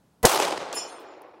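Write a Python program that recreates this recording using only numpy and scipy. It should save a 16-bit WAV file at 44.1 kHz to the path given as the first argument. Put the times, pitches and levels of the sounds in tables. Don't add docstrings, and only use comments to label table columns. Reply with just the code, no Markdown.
import sys
import numpy as np
from scipy import signal
from scipy.fft import rfft, irfft
from scipy.io import wavfile
from scipy.ndimage import uniform_filter1d

SR = 44100
rng = np.random.default_rng(int(sys.argv[2]) if len(sys.argv) > 2 else 0)


def rack_gain(trim_db):
    fader = np.asarray(trim_db, float)
    return 10 ** (fader / 20)


def output_pcm(signal):
    pcm = np.clip(np.atleast_2d(signal).T, -1, 1) * 32767
    wavfile.write(sys.argv[1], SR, np.round(pcm).astype(np.int16))


N = 61739
T = np.arange(N) / SR
SHOT_S, LEAD_S = .2520, .2297


def evened(x):
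    return x / np.sqrt(np.mean(x ** 2) + 1e-20)


def read(points, hz):
    f, value = np.transpose(points)
    return np.interp(np.log(hz + 1), np.log(f + 1), value)


def colour(x, points):
    gain = rack_gain(read(points, np.fft.rfftfreq(len(x), 1 / SR)))
    return evened(irfft(rfft(x) * gain, len(x)))


def resonate(x, hz, width, times=1):
    turn = np.exp(2j * np.pi * hz * np.arange(len(x)) / SR)
    r = np.exp(-np.pi * width / SR)
    for _ in range(times):
        x = 2 * (turn * signal.lfilter([1 - r], [1, -r], x / turn)).real
    return x


def dying(start, t60):
    t = T - start
    return (t >= 0) * rack_gain(-60 * np.maximum(t, 0) / t60)


def rise(start, seconds):
    return np.clip((T - start) / seconds, 0, 1)


def wander(width):
    smooth = uniform_filter1d(rng.standard_normal(N), size=width)
    return evened(uniform_filter1d(smooth, size=width))


# (frequency [Hz], level [dB])
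SWELL_PARTIALS = [(218, -8), (464, -0.5), (738, -5.5), (997, -10), (1290, -28), (121, -15), (624, -10.5),
                  (910, -13), (1717, -17), (1980, -13.5)]


def low_swell():
    top_s, t60, level_db, rise_db_per_s = .2516, .009, -4, 1502.5
    bounce_delay_s, bounce_db, bounce_wide_s = .0078, -13.5, .0022
    heave_hz, heave_db, heave_s, heave_wide_s = 38, -33, .257, .014

    def crest(t):
        return sum(rack_gain(db) * np.cos(2 * np.pi * hz * t) for hz, db in SWELL_PARTIALS)

    since = T - top_s
    roughness = evened(resonate(rng.standard_normal(N), 700, 1400, 2))
    boom = crest(since) + rack_gain(-11) * roughness
    climb_db = rise_db_per_s * np.maximum(-since, 0)
    fall_db = 60 * (np.maximum(since, 0) / t60) ** 2
    boom = boom * rack_gain(level_db - climb_db - fall_db) * (T >= LEAD_S)
    late = since - bounce_delay_s
    bounce = rack_gain(bounce_db) * np.exp(-(late / bounce_wide_s) ** 2) * crest(late)
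    heave = np.cos(2 * np.pi * heave_hz * (T - heave_s))
    heave = heave * rack_gain(heave_db) * np.exp(-((T - heave_s) / heave_wide_s) ** 2)
    return boom + bounce + heave


def lead_in():
    level_db, fade_db_per_s, pulse_hz, pulse_db = -30, 450, 270, 5
    t = T - LEAD_S
    level_db = level_db - fade_db_per_s * t + pulse_db * np.sin(2 * np.pi * pulse_hz * t)
    return rng.standard_normal(N) * rack_gain(level_db) * (T >= LEAD_S) * (T < SHOT_S)


# (frequency [Hz], level [dB per Hz])
CRACK_COLOUR = [(30, -32.5), (1500, -24.5), (3000, -6.5), (5300, 5), (8000, -6), (10500, -1), (14000, -13),
                (16500, -17.5)]


def crack():
    noise = colour(rng.standard_normal(N), CRACK_COLOUR)
    return noise * rack_gain(-3) * dying(SHOT_S, .024) * rise(SHOT_S, .0012)


# (frequency [Hz], level [dB per Hz])
SLAP_COLOUR = [(30, -29.5), (280, -24), (500, -6), (750, -3), (1700, -17.5), (4500, -10), (10000, -18),
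               (16500, -35.5)]


def ground_slap():
    noise = colour(rng.standard_normal(N), SLAP_COLOUR)
    return noise * rack_gain(-17) * dying(SHOT_S, .07) * rise(SHOT_S, .003) ** 2


def low_push():
    push_hz, rumble_hz = 55.5, 190
    push = rack_gain(-14) * dying(LEAD_S, .09) * np.sin(2 * np.pi * push_hz * (T - LEAD_S))
    rumble = evened(resonate(rng.standard_normal(N), rumble_hz, rumble_hz, 2))
    swell = np.clip(0.36 + (T - SHOT_S) / .35, 0, 1)
    rumble = rumble * rack_gain(-39) * dying(SHOT_S, 1.49) * swell
    return (push + rumble) * rise(LEAD_S, .013) ** 2


# (time [s], level [dB])
ECHO_LEVEL = [(0.262, -17.5), (0.274, -23.5), (0.284, -24), (0.366, -24.5), (0.388, -23), (0.398, -21),
              (0.502, -28), (0.552, -34), (0.58, -32), (0.59, -34), (0.726, -36.5), (0.732, -29.5),
              (0.758, -37), (0.774, -31), (0.79, -37), (1.39, -47.5), (1.4, -44.5)]
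# (frequency [Hz], level [dB per Hz])
ECHO_COLOUR = [(30, -41.5), (240, -6), (350, -5), (800, 0.5), (1250, -5.5), (1700, -11.5), (8000, -13),
               (16000, -18.5)]
# (frequency [Hz], loss [dB per s])
AIR_LOSS = [(30, 23), (150, -8), (700, 6), (2000, 9), (5000, 24), (9000, 49), (16000, 105.5)]
# (time [s], level [dB])
BIG_TRUNKS = [(0.2565, -5.5), (.2700, 3.5), (.320, 3), (.334, 1), (.346, 3), (0.361, 4.5), (0.377, 3),
              (0.401, 8.5), (0.416, -4), (0.425, 8), (0.453, 4), (0.486, 2), (.510, 4), (0.526, 8),
              (0.561, 2.5), (0.5774, 10.5), (0.616, 4)]
# (time [s], depth [dB], hold [s])
CLAMPS = [
    (.3797, 8, .0088),
    (.4040, 7, .007),
    (.513, 4, .005),
    (.287, 5, .004),
    (.308, 5, .005),
    (.368, 4, .004),
    (.3935, 6, .0095),
    (.2615, 3, .009),
    (.422, 2, .007),
]


def forest():
    trunks_per_s, spread_db, loss_from_s, trunk_wide_s = 12000, 3.5, 0.24, .003
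    present = rng.random(N) < trunks_per_s / SR
    size = np.minimum(rng.exponential(1, N), 4)
    pulses = rng.choice([-1., 1.], N) * present * rack_gain(spread_db * size)
    hz, frame_s, z = signal.stft(evened(pulses), SR, nperseg=256, noverlap=192)

    patches = uniform_filter1d(rng.standard_normal(z.shape), size=6, axis=0)
    patches = evened(uniform_filter1d(patches, size=8, axis=1))
    loss_db = read(AIR_LOSS, hz)[:, None] * np.maximum(frame_s - loss_from_s, 0)
    shape = rack_gain(read(ECHO_COLOUR, hz)[:, None])
    body = (hz > 300) & (hz < 1500)
    shape = shape / np.sqrt(np.sum(shape[body] ** 2) / len(hz))
    z = z * shape * rack_gain(1.5 * patches - loss_db)
    echo = signal.istft(z, SR, nperseg=256, noverlap=192)[1][:N]

    level_db = np.interp(T, *np.transpose(ECHO_LEVEL)) + .9 * wander(200)
    for at, db in BIG_TRUNKS:
        level_db = level_db + db * np.exp(-((T - at) / trunk_wide_s) ** 2)
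    for at, db, hold in CLAMPS:
        level_db = level_db - db * (T > at) / (1 + (np.abs(T - at) / hold) ** 6)
    echo = echo * rack_gain(level_db) * rise(SHOT_S, .003)
    return signal.sosfilt(signal.butter(8, 295, "high", fs=SR, output="sos"), echo)


# (frequency [Hz], level [dB], t60 [s], faces the microphone at [s], between facings [s])
CASE_MODES = [(5200, -23, 0.4, 0.82, 0.22), (5685, -31, 0.45, 0.83, 0.2), (6417, -40, 0.55, 0.79, 0.13),
              (7122, -24.5, 0.34, 0.80, 0.3), (8129, -46, 0.45, 0.795, .12),
              (8750, -36.5, 0.63, 0.777, 0.17), (9631, -55, 0.45, 0.76, 0.075),
              (10061, -34, .5, .762, 0.155), (11170, -53, 0.55, 0.765, 0.19),
              (11325, -54, 0.55, 0.77, 0.18), (12215, -52, 0.33, .765, .1), (13108, -56, 0.3, .775, .075),
              (13840, -45, 0.3, 0.765, 0.07), (15246, -48, .22, 0.77, .07),
              (2455, -48, 1.58, 0.804, 0.25), (2728, -41.5, 0.63, 0.798, 0.18),
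                 (3015, -39.5, 0.56, 0.83, 0.19), (3413, -49, 1.03, 1, 0.09), (4195, -55, 1.4, 0.79, 0.12),
                 (4460, -40, 0.48, 0.855, 0.23), (5010, -55, 1.2, 0.71, 0.17), (14600, -62, .3, .77, .1),
                 (8500, -52, 0.67, 0.76, 0.11), (6360, -47, 1, 0.75, 0.15), (6745, -60, 0.54, 0.72, .1),
                 (12520, -57, 0.34, .78, .09), (13300, -58, .25, .77, .08), (14200, -58, .25, .77, .09),
                 (7540, -51, .4, .79, .1), (4840, -56, .5, .8, .11), (10395, -57, 0.44, .78, .1),
                 (10885, -61, .4, .79, .12), (8960, -48, 0.41, .78, .09), (11800, -62, .4, .78, .11),
                 (15700, -62, .25, .77, .06)]
BEAM_NARROW = [1.5, 3]
NARROW_HZ = [8950, 10061]


def brass_case():
    strike_s, land_s, landed_db = .7283, .998, -17
    beam_sharpness, beam_floor_db, wobble_db = 0.51, -19, 1.6
    shadow_db, emerge_s, emerge_lag_s, emerge_rise_s = -31, 0.7425, 0.019, 0.0095
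    twin_hz, twin_db = 21.96, -11
    landed = rise(land_s, .003)
    out = np.zeros(N)
    for hz, db, t60, faces, turn in CASE_MODES:
        p, q = rng.uniform(0, 2 * np.pi, 2)
        narrow = [s for s, f in zip(BEAM_NARROW, NARROW_HZ) if abs(hz / f - 1) < .01]
        sharp = max([beam_sharpness] + narrow)
        beam = rack_gain(beam_floor_db) + np.abs(np.cos(np.pi * (T - faces) / turn)) ** (2 * sharp)
        clear_s = emerge_s + emerge_lag_s * np.log2(10000 / hz)
        hidden = .5 - .5 * np.tanh((T - clear_s) / emerge_rise_s)
        level_db = db + shadow_db * hidden * (hz > 4000) + wobble_db * wander(700)
        level_db = level_db + landed_db * hz / 10000 * landed
        ring = np.sin(2 * np.pi * hz * T + p)
        ring = ring + rack_gain(twin_db) * np.sin(2 * np.pi * (hz + twin_hz) * T + q)
        out += rack_gain(level_db) * dying(strike_s, t60) * beam * ring
    trees = rng.standard_normal(N) * dying(0.0074, .95)
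    trees = resonate(resonate(trees, 3000, 7400), 3300, 5900)
    return out + rack_gain(-27) * signal.fftconvolve(out, trees / np.linalg.norm(trees))[:N]


# (time [s], level [dB], centre [Hz], t60 [s], width [share of centre])
TICKS = [(0.329, -31.5, 400, 0.11, 0.43), (.358, -22.5, 408, 0.051, 0.25), (.388, -21.5, 392, 0.069, 0.25),
         (0.7289, -27, 6000, 0.0014, 0.86), (0.7149, -43, 5430, 0.0027, 0.56),
         (0.728, -19, 5430, 0.0056, 0.93), (0.7275, -41, 5000, 0.22, 1.0), (0.7319, -25.5, 830, 0.0033, 2),
         (.745, -59.5, 13000, 0.12, .6), (.9975, -59.5, 13960, 0.14, 1.06), (1.003, -63, 8960, 0.11, 0.49),
         (1.051, -93.5, 13900, .008, .4), (1.119, -75.5, 9930, 0.0066, 0.33),
         (1.2193, -41, 11140, 0.0036, 0.74), (1.220, -77, 11090, 0.11, 1), (1.03, -73, 4195, 1.1, 0.0054),
         (1.04, -77.5, 5211, 0.4, .004), (1.04, -74, 5010, 0.94, 0.0033), (1.03, -73.5, 5600, 1.14, 0.0063),
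         (1.085, -72, 7094, 0.45, 0.0033), (1.101, -77, 6440, 0.47, 0.0038),
         (1.284, -70, 14500, 0.0085, 0.27), (1.316, -78.5, 8110, 0.0087, 0.31),
         (1.398, -73, 11880, .01, 0.89)]


def ticks():
    noise = rng.standard_normal(N)
    puffs = np.zeros(N)
    for at, db, hz, t60, share in TICKS:
        puff = evened(resonate(noise, hz, share * hz, 3))
        puffs += rack_gain(db) * dying(at, t60) * rise(at, .0004) ** 2 * puff
    whine = rack_gain(-93) * rise(1.25, .04) * np.sin(2 * np.pi * 9448 * T)
    return signal.sosfilt(signal.butter(4, 300, "high", fs=SR, output="sos"), puffs + whine)


# (frequency [Hz], level [dB per Hz])
HUSH_COLOUR = [(30, -39.5), (60, -17), (195, -9), (359, -20.5), (900, -23), (2220, -37), (11400, -42),
               (15200, -49), (16500, -37)]


def hush():
    level_db, duck_db, back_db_per_s = -62.5, -13, 5
    duck = (T > SHOT_S) * (duck_db + back_db_per_s * (T - SHOT_S))
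    return colour(rng.standard_normal(N), HUSH_COLOUR) * rack_gain(level_db + duck)


def scene():
    shot = low_swell() + lead_in() + crack() + ground_slap() + low_push()
    return (shot + forest() + brass_case() + ticks() + hush())[None]


def band_limit(x):
    return signal.sosfilt(signal.butter(12, 16620, fs=SR, output="sos"), x)


def record(dry):
    ceiling = 1.08
    lowpass = signal.firwin(511, 15900, window=("kaiser", 9), fs=SR)
    dull = signal.oaconvolve(dry, lowpass[None], "same")
    mix = ceiling * np.tanh(dull / ceiling)
    return band_limit(mix)


dry = scene()
out = record(dry)
output_pcm(out)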